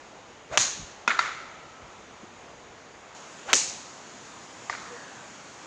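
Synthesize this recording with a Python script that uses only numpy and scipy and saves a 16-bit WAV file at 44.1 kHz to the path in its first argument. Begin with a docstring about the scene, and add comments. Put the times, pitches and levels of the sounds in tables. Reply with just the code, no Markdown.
"""Two iron shots on a tree-lined golf course, over a soft outdoor hush with a few low thuds.
First shot: the club swishes down as speed-tracking whistles and hiss, then cracks on the ball as a click
and cuts the turf as a noise burst; trees scatter the crack back. The ball knocks twice on wood (decaying modes).
The hush steps in level and colour. The second shot follows, with one knock farther off,
then one faint hoot, a sagging sine."""
import sys
import numpy as np
from scipy import signal
from scipy.io import wavfile
from scipy.ndimage import uniform_filter1d

SR = 44100
rng = np.random.default_rng(int(sys.argv[2]) if len(sys.argv) > 2 else 0)


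def put_to_file(sound):
    """Save the sound as 16-bit audio at rate SR, in the file named by the first command-line argument."""
    columns = np.atleast_2d(sound).T  # one column per channel
    safe = np.clip(columns, -1, 1)
    whole_steps = np.round(safe * 32767)
    wavfile.write(sys.argv[1], SR, whole_steps.astype(np.int16))


N = 249606  # samples


def amp(db):
    """Decibels to gain."""
    return 10 ** (np.asarray(db) / 20)


def unit(x):
    """Scales to rms 1."""
    return x / np.sqrt(np.mean(x ** 2) + 1e-20)


def read(points, hz):
    """Interpolates a table on a log-frequency axis."""
    f, value = np.transpose(points)
    return np.interp(np.log(hz + 1), np.log(f + 1), value)


def seconds(length_s):
    """A time axis from zero."""
    return np.arange(round(length_s * SR)) / SR


def add(mix, start_s, sound):
    """Mixes a sound in place, cut at the end of the mix."""
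    part = mix[max(round(start_s * SR), 0):][:len(sound)]
    part += sound[:len(part)]


def click(spectrum, size=2048):
    """The causal, minimum-phase click of a spectrum, with energy 1."""
    hz = abs(np.fft.fftfreq(size, 1 / SR))
    log_gain = np.log(amp(read(spectrum, hz)))
    response = np.exp(np.conj(signal.hilbert(log_gain)))
    wave = np.fft.ifft(response).real[:size // 2]
    return wave / np.linalg.norm(wave)


def colour(x, spectrum):
    """Gives white excitation a spectrum at the same power."""
    return signal.fftconvolve(x, click(spectrum))[:len(x)]


def band(hz, width_hz, t):
    """Noise of rms 1 in a narrow band around a fixed or moving frequency."""
    f = np.fft.fftfreq(2 * SR, 1 / SR)
    random_phase = 2j * np.pi * rng.random(len(f))
    slow = np.fft.ifft(np.exp(random_phase - 2 * (f / width_hz) ** 2))[:len(t)]
    carrier = np.exp(2j * np.pi * np.cumsum(hz + 0 * t) / SR)
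    return unit((slow * carrier).real)


def dull(x, top_hz=7500, order=8):
    """Soft contact and the way through the air take off the top."""
    return signal.sosfilt(signal.butter(order, top_hz, fs=SR, output="sos"), x)


# decay among the trees: (frequency [Hz], t60 [s])
TREE_DECAYS = [(150, 0.74), (1300, 1.22), (3000, 1.86), (6700, 1.24), (9000, 0.98), (14000, .4)]


def trees(spectrum, near, delay_s, spread_s, power, grain_db):
    """Countless small echoes: a few from the ground, the bulk from the trees, thinning with distance."""
    t = seconds(1)
    grain = np.repeat(rng.standard_normal(SR), 40)[:SR]  # level held for 40 samples
    taps = unit(rng.standard_normal(SR) * amp(grain_db * grain))
    hz, at, z = signal.stft(taps, SR, nperseg=256)
    decay = amp(-60 * at / read(TREE_DECAYS, hz)[:, None])
    taps = signal.istft(z * decay, SR, nperseg=256)[1][:SR]
    arrival = near + (1 - near) * .5 * (1 + np.tanh((t - delay_s) / 0.0075))
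    onset = 1 - np.exp(-t / 0.0013)
    thinning = (1 + (t / spread_s) ** 2) ** power
    return colour(taps * arrival * onset / thinning, spectrum)


# club on ball: (time [s], crack peak [dB], turf gain [dB], turf length [s],
#                second snap delay [s], second snap peak [dB], tree echo gain [dB])
STRIKES = [(0.5745, 0.5, -17, 0.007, .0058, -7.5, -18.5), (3.5311, 3, -14.5, 0.0081, 0.0048, -6.5, -18.5)]
# crack spectrum, one list per strike: (frequency [Hz], density [dB per Hz])
CRACK_SPECTRA = [
    [(88, -75), (150, -18), (566, -9.5), (1160, 1.5), (1740, -5.5), (3190, -4.5), (4570, -17.5), (6190, -3),
     (7200, -16), (7770, -24), (8550, -20), (9580, -32), (14000, -50)],
    [(88, -44), (150, -10), (623, -8), (1120, -1), (2630, 1), (3710, -1), (5120, -10), (5850, 2),
     (7200, -8.5), (7920, -13), (8710, -16), (9760, -32), (14000, -37)],
]
# its tree echo, one list per strike: (frequency [Hz], density [dB per Hz])
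CRACK_ECHO_SPECTRA = [
    [(150, -17), (450, -16), (1100, -8.5), (1800, -7.5), (2500, -10.5), (3300, -9), (4200, -5.5),
     (5000, -10), (6000, -1.5), (6800, 2.5), (7800, -14.5), (9500, -26.5), (11500, -38), (14000, -71)],
    [(150, -23), (450, -16), (1100, -16), (1800, -13.5), (2500, -9), (3300, -14.5), (4200, -7), (5000, -8),
     (6000, -1.5), (6800, 1), (7800, -9), (9500, -24.5), (11500, -42), (14000, -60)],
]


def strike(row, crack, echo):
    """The face cracks on the ball, rips through the turf for a few milliseconds and snaps once more."""
    start_s, crack_db, turf_db, turf_s, snap_s, snap_db, echo_db = row
    t = seconds(1)
    pulse = dull(click(crack), top_hz=9060)
    pulse = pulse / abs(pulse).max()
    rip = rng.standard_normal(SR) * .5 * (1 - np.tanh((t - turf_s) / 0.00067))
    sound = amp(turf_db) * dull(colour(rip, crack), top_hz=9400)
    add(sound, 0, amp(crack_db) * pulse)
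    add(sound, snap_s, -amp(snap_db) * pulse)  # opposite polarity
    tail = trees(echo, near=0.61, delay_s=0.029, spread_s=0.06, power=0.59, grain_db=1.0)
    return start_s, sound + amp(echo_db) * tail


# ball on wood: (time [s], ring gain [dB], tick gain [dB], tree echo gain [dB])
KNOCKS = [(1.077, -13, -19.5, -26), (1.1909, -10, -22, -27), (4.697, -19, -32.5, -38)]
# wood modes, one list per knock: (frequency [Hz], level [dB], t60 [s])
WOOD_MODES = [
    [(226, -19, 0.1), (430, -13, 0.035), (990, -1.5, 0.024), (1412, -0.5, 0.06), (1660, -12, 0.039),
     (2010, -5.5, 0.027), (2500, -2.5, 0.039), (3525, -8, 0.026)],
    [(793, -11, 0.022), (1004, -0.5, 0.016), (1363, -1, 0.04), (1760, -10.5, 0.029), (2040, -5, 0.039),
     (3800, -15, 0.037), (4540, -13, 0.036)],
    [(696, -11, 0.033), (925, -4.5, 0.026), (1176, -2.5, 0.036), (1830, -2, 0.023), (2080, -2, 0.018)],
]
# tick on bark: (frequency [Hz], density [dB per Hz])
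TICK_SPECTRUM = [(150, -23), (700, 2.5), (1800, 4), (3600, -7), (5200, -3.5), (6800, -4), (8000, -22),
                 (10000, -43), (14000, -71)]
# tree echo, one list per knock: (frequency [Hz], density [dB per Hz])
KNOCK_ECHO_SPECTRA = [
    [(150, -28), (600, -13), (1000, -13), (1320, 0.5), (1700, -6), (2100, -8.5), (2800, -17.5), (3800, -15),
     (5400, -25), (7000, -18.5), (8000, -37), (10000, -52), (13000, -78.5)],
    [(150, -23.5), (600, -18), (1000, -9.5), (1320, 0.5), (1700, -8), (2100, -4.5), (2800, -18),
     (3800, -15.5), (5400, -21.5), (7000, -17.5), (8000, -33), (10000, -54), (13000, -74)],
    [(150, -9.5), (600, -2.5), (1000, -3), (1320, -4), (1700, -2), (2100, 1), (2800, -17), (3800, -7),
     (5400, -10), (7000, -7.5), (8000, -25.5), (10000, -46), (13000, -60.5)],
]


def knock(row, modes, echo):
    """The ball ticks on the bark and rings the wood's short modes."""
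    start_s, ring_db, tick_db, echo_db = row
    t = seconds(1)
    ring = np.zeros(len(t))
    for k, (hz, db, t60_s) in enumerate(modes):
        polarity = (-1) ** k
        ring += polarity * amp(db - 60 * t / t60_s) * np.sin(2 * np.pi * hz * t)
    tick = colour(rng.standard_normal(SR) * np.exp(-t / 0.0052), TICK_SPECTRUM)
    tail = trees(echo, near=0.83, delay_s=0.03, spread_s=0.055, power=0.33, grain_db=2.5)
    return start_s, amp(ring_db) * dull(ring) + amp(tick_db) * tick + amp(echo_db) * tail


def trunk_echo(start_s, peak_db, low_hz, high_hz, smear_s):
    """A trunk returns one band of the sound, smeared by its bark and branches."""
    t = seconds(.1)
    smear = rng.standard_normal(len(t)) * np.exp(-t / smear_s)
    bandpass = signal.butter(3, [low_hz, high_hz], "band", fs=SR, output="sos")
    wave = dull(signal.sosfilt(bandpass, smear))
    return start_s, amp(peak_db) * wave / abs(wave).max()


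# single trunks, a row per strike, then per knock: (nearest echo peak [dB], low edge [Hz],
#                high edge [Hz], smear [share of delay], delays [list of s])
TRUNKS = [(-14, 2800, 8000, 0.046, [.0233, .047]), (-8, 5300, 7900, 0.02, [.013, .023, .0564, .1666]),
          (-13, 1110, 2300, 0.12, [.027, .035]), (-24, 1100, 2400, .08, [.0456]),
          (-25, 950, 2250, 0.082, [.031, .039, .052, .076])]
TRUNK_FALL_DB = 4.5  # per doubling of the delay


def trunk_echoes(hit_s, row):
    """A hit comes back from a few trunks: the farther the trunk, the weaker and more smeared."""
    nearest_db, low_hz, high_hz, smear_share, delays_s = row
    echoes = []
    for delay_s in delays_s:
        peak_db = nearest_db - TRUNK_FALL_DB * np.log2(delay_s / delays_s[0])
        echoes.append(trunk_echo(hit_s + delay_s, peak_db, low_hz, high_hz, smear_share * delay_s))
    return echoes


# lingering ring of the far wood: (time [s], level [dB], starting frequency [Hz],
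#                glide [octaves per s], width [Hz], rise [s], t60 [s])
FAR_RINGS = [(1.1, -45.5, 1325, -.02, 135, .03, 3.7), (4.8, -39, 1930, -.7, 380, 0.26, 1.9),
             (4.77, -44.5, 1250, -.2, 450, 0.02, 1.7)]


def far_ring(start_s, db, hz, glide, width_hz, rise_s, t60_s):
    """The knock's strongest band keeps returning from deeper in the wood, gliding down as it fades."""
    t = seconds(2)
    fade = (1 - np.exp(-t / rise_s)) * np.exp(-np.log(1000) * t / t60_s)
    return start_s, amp(db) * fade * band(hz * 2 ** (glide * t), width_hz, t)


# downswings: (time of top speed [s], level [dB], top speed [share of a full swing],
#                speeding up [s], slowing [s])
SWINGS = [(.543, -32, 1.0, .022, .028), (3.505, -32, 1.08, .021, 0.0263)]
# hiss of the swish: (frequency [Hz], density [dB per Hz])
SWISH_HISS = [(200, -6), (1500, 0.5), (4000, -2), (5200, -7.5), (6800, 0), (8000, -16), (11000, -40),
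              (15000, -57)]
SLOW_SHARE = .6  # speed at the swish's start and end, share of top speed


def swish(row, head_hz=680, head_steady=0.54, head_hold=0.89, shaft_hz=1200, shaft_db=-1,
          tip_hz=2450, tip_db=-9.0, hiss_db=-7.0):
    """Eddies off the head and tapering shaft whistle at pitches that follow the club's speed."""
    peak_s, level_db, top_speed, rise_s, fall_s = row
    t = seconds(.2) - .1
    effort = np.exp(-.5 * (t / np.where(t < 0, rise_s, fall_s)) ** 2)
    speed = top_speed * (SLOW_SHARE + (1 - SLOW_SHARE) * effort)  # 1 = full swing
    tone = unit(np.sin(2 * np.pi * np.cumsum(head_hz * speed) / SR))
    head = head_steady * tone + 0.64 * band(head_hz * speed, 255, t)
    shaft = amp(shaft_db) * band(shaft_hz * speed, 1030, t)
    tip = amp(tip_db) * band(tip_hz * speed ** 2, 1100, t)  # the thin end sweeps up fastest
    hiss = amp(hiss_db) * colour(rng.standard_normal(len(t)), SWISH_HISS)
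    # the head sounds first and longest
    air = effort ** head_hold * head + effort * speed ** 2 * (shaft + tip + hiss)
    return peak_s + t[0], amp(level_db) * unit(air) * np.sqrt(np.mean(effort ** 2))


# low thuds: (time of peak [s], level [dB], centre [Hz], length [s])
THUDS = [(.522, -46.5, 107, .015), (.603, -43.5, 110, 0.011), (.808, -44, 165.7, 0.015),
         (.827, -45.5, 75.6, 0.013), (1.838, -51, 80.6, .015), (2.237, -42, 299, .0045),
         (3.547, -37.5, 378.4, 0.015)]
THUD_WIDTH_HZ = 102  # for a 100 Hz thud; grows with the root of the pitch


def thud(peak_s, db, hz, length_s):
    """A dull push of air with no ring: a narrow noise band under a bell."""
    t = seconds(.2) - .1
    bell = np.exp(-.5 * (t / length_s) ** 2)
    width_hz = THUD_WIDTH_HZ * np.sqrt(hz / 100)
    push = unit(bell * band(hz, width_hz, t))
    return peak_s + t[0], amp(db) * push * np.sqrt(np.mean(bell ** 2))


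# hoot, one row: (length [s], level [dB], starting frequency [Hz])
HOOT = (0.082, -44, 500)
HOOT_AT_S, HOOT_ATTACK_S, HOOT_RELEASE_S, HOOT_SAG_HZ_PER_S = 4.893, 0.036, .022, 400


def hoot():
    """One faint, nearly pure note that swells, sags in pitch and stops."""
    length_s, db, hz = HOOT
    t = seconds(length_s)
    swell = np.minimum(t / HOOT_ATTACK_S, 1) * np.minimum((length_s - t) / HOOT_RELEASE_S, 1)
    note = unit(np.sin(2 * np.pi * np.cumsum(hz - HOOT_SAG_HZ_PER_S * t) / SR))
    return HOOT_AT_S, amp(db) * swell * note


# hush before the step: (frequency [Hz], density [dB per Hz])
HUSH_BEFORE = [(25, -9), (70, -5), (180, -3.5), (500, -0.5), (900, -1), (1500, -6), (2200, -8),
               (3200, -12.5), (5200, -18), (6900, -12.5), (7700, -24.5), (9000, -37.5), (11000, -49.5),
               (15000, -59.5)]
# hush after the step: (frequency [Hz], density [dB per Hz])
HUSH_AFTER = [(25, -40), (70, -7.5), (180, -1), (500, -2), (900, -0.5), (1500, -4.5), (2200, -7.5),
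              (3200, -10), (5200, -13), (6900, -6), (7700, -16), (9000, -29.5), (11000, -43.5),
              (15000, -62.0)]
HUSH_BEFORE_DB, HUSH_AFTER_DB, HUSH_STEP_S = -48, -45.5, 3.148


def hush(patch_db=1.0, swell_db=-0.5):
    """Distant air and leaves: noise drifting a little in level and colour, with one step."""
    hz, at, z = signal.stft(rng.standard_normal(N), SR, nperseg=1024)
    patches = uniform_filter1d(rng.standard_normal(z.shape), size=14, axis=0)
    patches = unit(uniform_filter1d(patches, size=9, axis=1))
    swell = unit(uniform_filter1d(rng.standard_normal(len(at)), size=30))
    z = z * amp(patch_db * patches + swell_db * swell)

    def shaped(spectrum):
        """The drifting noise under one spectrum, rms 1."""
        return unit(signal.istft(z * amp(read(spectrum, hz))[:, None], SR, nperseg=1024)[1][:N])

    before = amp(HUSH_BEFORE_DB) * shaped(HUSH_BEFORE)
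    after = amp(HUSH_AFTER_DB) * shaped(HUSH_AFTER)
    return np.where(np.arange(N) / SR < HUSH_STEP_S, before, after)


def scene():
    """All sources at one microphone."""
    mix = hush()
    sounds = [*map(swish, SWINGS)]
    sounds += map(strike, STRIKES, CRACK_SPECTRA, CRACK_ECHO_SPECTRA)
    sounds += map(knock, KNOCKS, WOOD_MODES, KNOCK_ECHO_SPECTRA)
    sounds.append(hoot())
    for hit, row in zip([*STRIKES, *KNOCKS], TRUNKS):
        sounds += trunk_echoes(hit[0], row)
    sounds += [far_ring(*row) for row in FAR_RINGS]
    sounds += [thud(*row) for row in THUDS]
    for start_s, sound in sounds:
        add(mix, start_s, sound)
    return mix[None]


def record(dry, low_cut_hz=36, edge_hz=15800):
    """A low cut against wind; the cracks just overload the recorder; then the band limit."""
    lean = signal.sosfilt(signal.butter(2, low_cut_hz, "high", fs=SR, output="sos"), dry)
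    clipped = np.clip(lean, -1, 1)
    lowpass = signal.firwin(255, edge_hz, window=("kaiser", 8), fs=SR)
    return signal.oaconvolve(clipped, lowpass[None], "same")


dry = scene()
out = record(dry)
put_to_file(out)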